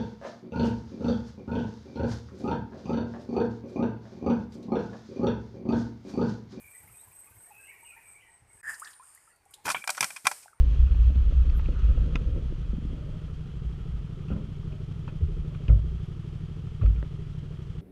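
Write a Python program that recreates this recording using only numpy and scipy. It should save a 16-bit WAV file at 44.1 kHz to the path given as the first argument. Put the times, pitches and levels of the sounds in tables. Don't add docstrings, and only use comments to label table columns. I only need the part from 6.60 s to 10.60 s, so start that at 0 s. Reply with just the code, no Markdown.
import sys
import numpy as np
from scipy import signal
from scipy.fft import rfft, irfft
from scipy.io import wavfile
from scipy.ndimage import uniform_filter1d

SR = 44100
rng = np.random.default_rng(int(sys.argv[2]) if len(sys.argv) > 2 else 0)


def put_to_file(sound):
    columns = np.atleast_2d(sound).T
    safe = np.clip(columns, -1, 1)
    whole_steps = np.round(safe * 32767)
    wavfile.write(sys.argv[1], SR, whole_steps.astype(np.int16))


N = 176400


def amp(db):
    return 10 ** (np.asarray(db) / 20)


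def unit(x):
    return x / np.sqrt(np.mean(x ** 2) + 1e-20)


def clock(count=N):
    return np.arange(count) / SR


def level(rows):
    s, db = np.transpose(rows)
    t = clock()
    return amp(np.interp(t, s, db)) * (t > s[0] - .03) * (t < s[-1] + .03)


def colour(points):
    f, db = np.transpose(points)
    return lambda hz: amp(np.interp(np.log(hz + 1), np.log(f), db))


def hump(hz, centre_hz, octaves):
    return np.exp(-.5 * (np.log2((hz + 1) / centre_hz) / octaves) ** 2)


def noise(gain, count=N):
    white = rfft(rng.standard_normal(count))
    return unit(irfft(white * gain(np.fft.rfftfreq(count, 1 / SR)), count))


def burst(gain, envelope):
    return unit(noise(gain, count=len(envelope)) * envelope) * np.sqrt(np.mean(envelope ** 2))


def add(track, s, sound):
    part = track[max(round(s * SR), 0):][:len(sound)]
    part += sound[:len(part)]


def echo(x, t60):
    tail = noise(np.ones_like, count=SR) * amp(-60 * clock(SR) / t60)
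    return signal.fftconvolve(x, tail / np.linalg.norm(tail))[:N]


def swells(rows, spectrum):
    out, t = np.zeros(N), clock()
    for s, db, width in rows:
        out += amp(db) * burst(colour(spectrum), np.exp(-.5 * ((t - s) / width) ** 2))
    return out


def shaken_trap():
    # start in seconds, relative body and crackle levels in dB, rise and t60 in seconds,
    # centre of the tone colour in Hz.
    knocks = [(3.052, -29.5, -35.5, 0.0062, 0.046, 1400), (3.064, -28.5, -37, 0.0041, 0.08, 1100),
              (3.0794, -21.5, -35.5, 0.00051, 0.1, 950), (3.090, -24, -26, 0.00067, 0.03, 900),
              (3.099, -21.5, -27, 0.0033, 0.065, 1300), (3.107, -27, -40.5, 0.0017, 0.028, 1100),
              (3.115, -33.5, -27.5, 0.00087, 0.043, 1500), (3.146, -19.5, -55, 0.0007, 0.054, 1780),
              (3.164, -36.5, -67.5, 0.0017, 0.13, 2500), (3.240, -29, -60, 0.0011, 0.01, 1500),
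              (3.2747, -23.5, -27, .0015, 0.024, 1600), (3.2919, -20, -30.5, 0.0012, 0.029, 1400),
              (3.301, -28.5, -21.5, 0.0022, 0.024, 1900), (3.348, -41.5, -42.5, .001, 0.047, 1400),
              (3.370, -43, -38, 0.0005, 0.054, 1500), (3.377, -27, -39, 0.0014, 0.058, 1200),
              (3.407, -18.5, -16, 0.00082, 0.025, 2200), (3.42, -37, -36, 0.0017, .03, 900),
              (3.4265, -18, -26.5, 0.0017, 0.055, 1100), (3.443, -26, -23, 0.00032, 0.033, 1600),
              (3.504, -34, -40, 0.0014, 0.023, 1800), (3.561, -32.5, -38.5, 0.0036, 0.054, 2300),
              (3.6532, -27.5, -33, 0.00046, 0.042, 1300), (3.657, -32, -60.5, 0.0013, .05, 1600),
              (3.6682, -11.5, -16, 0.0014, 0.027, 1864), (3.7137, -28.5, -34, 0.00077, 0.049, 1100),
              (3.817, -57, -53, 0.015, 0.083, 1970)]
    # frequency in Hz, relative level in dB, t60 in seconds.
    shell_modes = [(593.4, -13, 0.12), (766, -2, 0.075), (840, -4, 0.035), (974, -9.5, 0.071),
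                   (1350, -8.5, 0.072), (1645, -3.5, 0.039), (1980, 2.5, 0.026), (2380, 2.5, 0.05),
                   (2690, -23.5, 0.029), (2970, -15.5, .04)]
    # frequency in Hz, relative level in dB.
    body_colour = [(150, -27), (420, -31), (600, -9), (780, -4.5), (1050, 1.5), (1200, -8), (1450, 1.5),
                   (1900, -13), (2450, 2), (2800, -14.5), (3200, -4.5), (4200, -28.5), (8000, -41)]
    crackle_colour = [(500, -38.5), (2500, -8.5), (4000, -3), (5400, 4), (6900, -2), (8300, 2.5),
                      (10000, -2), (12000, -9), (15000, -15)]
    spray_colour = [(300, -7), (800, 1), (2400, 1.5), (3500, -4.5), (5300, 4), (6800, 2.5), (8700, 11.5),
                    (11000, 2), (14500, -2)]
    # time in seconds, gain on the spray in dB.
    spray_fade = [(3, 1.5), (3.84, -3), (3.92, -8.5), (4, -25)]
    hold_s, spray_t60_s = 0.0011, 0.65
    scatter_db, detune, grain_db = 2.5, .004, 2
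    out, spray = np.zeros(N), np.zeros(N)
    t, spray_t = clock(count=6000), clock(count=32768)
    linger = (1 - np.exp(-spray_t / 0.0036)) * amp(-60 * spray_t / spray_t60_s)
    for s, body_db, crackle_db, rise, t60, centre_hz in knocks:
        onset = np.minimum(t / rise, 1)
        envelope = onset * amp(-60 * np.maximum(t - rise - hold_s, 0) / t60)
        emphasis = lambda hz: hump(hz, centre_hz, octaves=1.16)
        body = burst(lambda hz: colour(body_colour)(hz) * emphasis(hz), envelope)
        ring = np.zeros_like(t)
        for hz, db, mode_t60 in shell_modes:
            decay = amp(db + rng.normal(0, scatter_db) - 60 * t / mode_t60)
            cycles = hz * rng.normal(1, detune) * t + rng.random()
            ring += decay * emphasis(hz) * np.sin(2 * np.pi * cycles)
        grain = unit(amp(grain_db * noise(lambda hz: hz < 1200, count=len(t))))
        crackle = burst(colour(crackle_colour), envelope * grain)
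        knock = amp(-4) * body + amp(-10) * onset * ring
        add(out, s, amp(body_db) * knock + amp(crackle_db - 2) * crackle)
        spray_gain = np.hypot(amp(crackle_db), amp(body_db - 16))
        add(spray, s, spray_gain * burst(colour(spray_colour), linger))
    return out + amp(-22) * level(spray_fade) * spray


def hand_on_trap():
    # time in seconds, level in dB.
    slide = [(3.146, -65), (3.17, -35.5), (3.19, -67), (3.225, -41), (3.245, -67)]
    # peak time in seconds, level in dB, half-width in seconds.
    pushes = [(3.066, -36, 0.0095), (3.082, -67, 0.0079), (3.104, -42.5, .012), (3.172, -50.5, 0.02),
              (3.298, -57.5, 0.0085), (3.426, -40.5, 0.015), (3.537, -62.5, 0.0077), (3.650, -42, 0.0028),
              (3.669, -47, 0.012)]
    # frequency in Hz, relative level in dB.
    push_colour = [(25, -32.5), (70, -12), (150, -2.5), (300, -6), (450, -12), (900, -18.5)]
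    singing = level(slide) * noise(lambda hz: hump(hz, centre_hz=2330, octaves=.04))
    return singing + swells(pushes, push_colour)


def draining():
    # time in seconds, level in dB.
    splash_levels = [(2.02, -66), (2.06, -56.5), (2.10, -43), (2.17, -55), (2.3, -53.5), (2.4, -70.5),
                     (2.47, -60), (2.7, -66.5), (2.82, -97), (2.93, -63.5), (3.02, -79)]
    gurgle_levels = [(2.026, -69), (2.033, -47), (2.06, -43.5), (2.095, -34.5), (2.125, -41), (2.16, -49.5),
                     (2.21, -69), (2.26, -49), (2.35, -67), (2.5, -88), (2.7, -71.5)]
    # frequency in Hz, relative level in dB.
    splash_colour = [(500, -14), (1000, 2.5), (2200, -4.5), (3000, -7), (4200, -24), (5000, -1),
                     (5800, -16), (7000, 1), (9000, 4.5), (11000, -3.5), (14500, -12)]
    gurgle_colour = [(600, -31), (1200, -18.5), (1550, -4), (1740, 4.5), (1830, 5.5), (1930, -7),
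                     (2300, -25.5), (3500, -68)]
    spatter = 1 + .18 * noise(lambda hz: hz < 250)
    splash = level(splash_levels) * unit(spatter * noise(colour(splash_colour)))
    return splash + level(gurgle_levels) * noise(colour(gurgle_colour))


def drips():
    # start in seconds, relative level in dB, starting pitch in Hz,
    # glide in octaves per second, decay time in seconds.
    bubble_drops = [(.235, -63.5, 1346, 20, 0.018), (.275, -57, 1990, 22, 0.017),
                    (.295, -62, 1240, 8, 0.011), (.39, -65.5, 3640, 5, 0.024),
                    (.515, -60, 2300, 15, 0.0099), (.72, -62.5, 1527, 2.5, 0.016),
                    (.765, -62, 2180, -1, .012), (.843, -59.5, 2180, 4, 0.011), (.905, -54, 875, -6, 0.025),
                    (1.228, -56.5, 922, 1.5, 0.018), (2.219, -37.5, 1066, 35.5, 0.017),
                    (2.397, -48.5, 976, 7.5, .022), (2.425, -56.5, 1254, 14.5, 0.018),
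                    (2.558, -59.5, 1690, 15, 0.0061), (2.574, -55.5, 1830, 26, 0.0083),
                    (2.675, -55.5, 1266, 12, 0.0071), (2.86, -58.5, 773, 4, .014),
                    (3.858, -45.5, 776, 9, 0.0046), (3.881, -44.5, 1483, 9.5, 0.0038),
                    (3.931, -48, 1270, 13.5, 0.0036)]
    # start in seconds, level in dB, band centre in Hz.
    hard_drops = [(2.143, -49.5, 5000), (2.197, -40, 9000), (2.247, -46.5, 5000), (2.273, -50.5, 3300),
                  (2.307, -56.5, 5500), (2.332, -56.5, 3600), (2.433, -57, 8000), (2.549, -49, 9500),
                  (2.761, -64, 9100), (2.854, -64, 9000), (2.909, -55, 10200), (2.938, -47, 3700),
                  (2.94, -45.5, 8600), (3.243, -43, 9000)]
    tick_t60_s, tail_t60_s = 0.049, 0.99
    plinks, ticks, t = np.zeros(N), np.zeros(N), clock(count=16384)
    for s, db, hz, glide, decay_s in bubble_drops:
        phase = 2 * np.pi * np.cumsum(hz * 2 ** np.minimum(glide * t, 1)) / SR
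        envelope = (1 - np.exp(-t / 0.00082)) * np.exp(-(t / decay_s) ** 2)
        add(plinks, s, amp(db + 1.5) * envelope * np.sin(phase))
    tick_decay = amp(-60 * t / tick_t60_s) + amp(-25 - 60 * t / tail_t60_s)
    for s, db, centre_hz in hard_drops:
        add(ticks, s, amp(db) * burst(lambda hz: hump(hz, centre_hz, octaves=0.31), tick_decay))
    return ticks + plinks + amp(-7.5) * echo(plinks, t60=0.32)


def stream():
    # time in seconds, relative level in dB.
    flow = [(0, -70.5), (.3, -66), (.6, -67.5), (1, -66.5), (1.6, -68), (2, -68.5), (2.5, -74.5), (3, -68),
            (3.5, -82.5), (4, -70.5)]
    # frequency in Hz, relative level in dB.
    wash_colour = [(30, 2), (100, 4.5), (230, -10.5), (430, -3), (560, -7), (850, -1.5), (1300, -10.5),
                   (2200, -6.5), (3300, -20), (4700, -19.5), (6000, -18), (14000, -45)]
    bubbles_per_s, centre_hz, span_octaves = 160, 1348, 2.01
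    bubbles, t = np.zeros(N), clock(count=2000)
    for when, pitch, size in rng.random((int(bubbles_per_s * N / SR), 3)):
        hz = centre_hz * 2 ** (span_octaves * (pitch - .5))
        age = t * hz / 9
        gain = amp(-7 * np.log(1 - .98 * size))
        chirp = 1 + 0.027 * np.minimum(age, 5)
        add(bubbles, when * N / SR, gain * age * np.exp(-2 * age) * np.sin(2 * np.pi * hz * t * chirp))
    blurred = unit(.6 * bubbles + echo(bubbles, t60=.25))
    wash = noise(colour(wash_colour))
    return level(flow) * (amp(-0.5) * wash + amp(-2.5) * blurred)


def insects():
    # time in seconds, level in dB.
    hiss_levels = [(0, -60), (.7, -62.5), (1.2, -65), (1.54, -65), (1.64, -68), (1.86, -78), (1.96, -62),
                   (2.03, -75), (2.8, -76), (4, -80)]
    rasp_levels = [(0, -59), (.65, -61.5), (.95, -62), (1.2, -64.5), (1.53, -68.5), (1.62, -88.5)]
    # frequency in Hz, relative level in dB.
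    hiss_colour = [(2500, -2.5), (4000, -16.5), (6000, -12), (7200, -2.5), (8800, 6), (10500, 2),
                   (12000, -8), (14200, -2.5)]
    rasp_colour = [(9000, -23), (10500, -5), (11600, 0.5), (12200, -8), (12750, 3), (13300, 0),
                   (14000, 1.5), (14400, -2.5)]
    # peak time in seconds, pitch in Hz, level in dB.
    pulses = [(0.159, 8280, -53), (.39, 8300, -53), (.605, 8290, -52), (0.837, 8330, -54),
              (1.061, 8300, -56.5), (1.275, 8300, -54), (1.511, 8290, -54.5), (1.741, 8290, -61),
              (1.962, 8250, -59), (2.202, 8700, -56), (2.361, 9140, -58.5), (2.482, 8690, -58),
              (2.562, 4480, -79), (2.678, 8820, -67.5), (2.769, 4500, -79.5), (2.92, 8600, -71),
              (3.5, 8600, -66), (3.722, 8900, -73), (3.921, 8900, -71.5)]
    rasps_per_s, pulse_width_s, song_width_hz = 23, 0.049, 120
    out = level(hiss_levels) * noise(colour(hiss_colour))
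    beats = rasps_per_s * np.cumsum(1 + 0.27 * noise(lambda hz: hz < 8)) / SR
    flutter = 1 + .55 * np.sin(2 * np.pi * beats)
    out += level(rasp_levels) * flutter * noise(colour(rasp_colour))
    from_peak = clock(count=16384)
    from_peak -= from_peak.mean()
    envelope = np.exp(-.5 * (from_peak / pulse_width_s) ** 2)
    for s, song_hz, db in pulses:
        pulse = burst(lambda hz: 1 / (1 + ((hz - song_hz) / song_width_hz) ** 2 / 2), envelope)
        add(out, s + from_peak[0], amp(db) * pulse[from_peak > -s])
    return out


def bird():
    # start and length in seconds, first and last pitch in Hz, relative level in dB.
    whistles = [(0, 0.0854, 2410, 2283, -63), (0.138, 0.02, 1838, 2114, -62.5),
                (0.907, 0.1, 2565, 2608, -62), (.99, 0.021, 1567, 1655, -66.5),
                (1.02, 0.069, 2610, 2884, -65.5), (1.07, 0.055, 2047, 2476, -59),
                (1.113, 0.014, 1880, 1990, -60), (1.246, 0.034, 3000, 2430, -61),
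                (1.26, 0.088, 2614, 2307, -60), (1.358, 0.028, 1627, 2175, -63.5),
                (1.416, 0.077, 2420, 2270, -66.5), (1.547, 0.053, 2225, 2417, -64.5),
                (1.595, 0.029, 2640, 3090, -71), (1.623, 0.016, 2110, 2000, -63),
                (1.658, 0.029, 1990, 1810, -66)]
    song = np.zeros(N)
    for s, length, start_hz, end_hz, db in whistles:
        progress = np.linspace(0, 1, int(length * SR))
        waver = 1 + .02 * noise(lambda hz: hz < 220, count=SR)[:len(progress)]
        pitch = (start_hz + (end_hz - start_hz) * progress) * waver
        arch = np.abs(np.sin(np.pi * progress)) ** .5
        add(song, s, amp(db + 10.5) * arch * np.sin(2 * np.pi * np.cumsum(pitch) / SR))
    return 0.63 * song + echo(song, t60=0.57)


def handling_rumble():
    # peak time in seconds, level in dB, half-width in seconds.
    bumps = [(.05, -63, 0.032), (.27, -58.5, 0.043), (.49, -59, 0.014), (.715, -59, 0.0067),
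             (.775, -57.5, 0.017), (1.83, -61.5, 0.022), (1.89, -63, 0.0064), (1.955, -58.5, 0.0073),
             (2.09, -67, 0.037)]
    # frequency in Hz, relative level in dB.
    bump_colour = [(20, -14), (35, -26), (55, -8.5), (110, -5), (200, -22), (500, -33), (1000, -60)]
    return swells(bumps, bump_colour)


def scene():
    trap = shaken_trap() + hand_on_trap() + draining() + drips()
    return (trap + stream() + insects() + bird() + handling_rumble())[None]


def record(dry):
    mute_from_s, mute_to_s = 2.014, 2.030
    low_cut_hz, top_hz = 29, 14350
    t, hz = clock(), np.fft.rfftfreq(2 * N, 1 / SR)
    gate = uniform_filter1d(1. * ((t < mute_from_s) | (t > mute_to_s)), size=60)
    low_cut = hz ** 2 / np.hypot(hz ** 2, low_cut_hz ** 2)
    return irfft(rfft(dry * gate, 2 * N) * low_cut * (hz < top_hz))[:, :N]


dry = scene()
out = record(dry)
put_to_file(out)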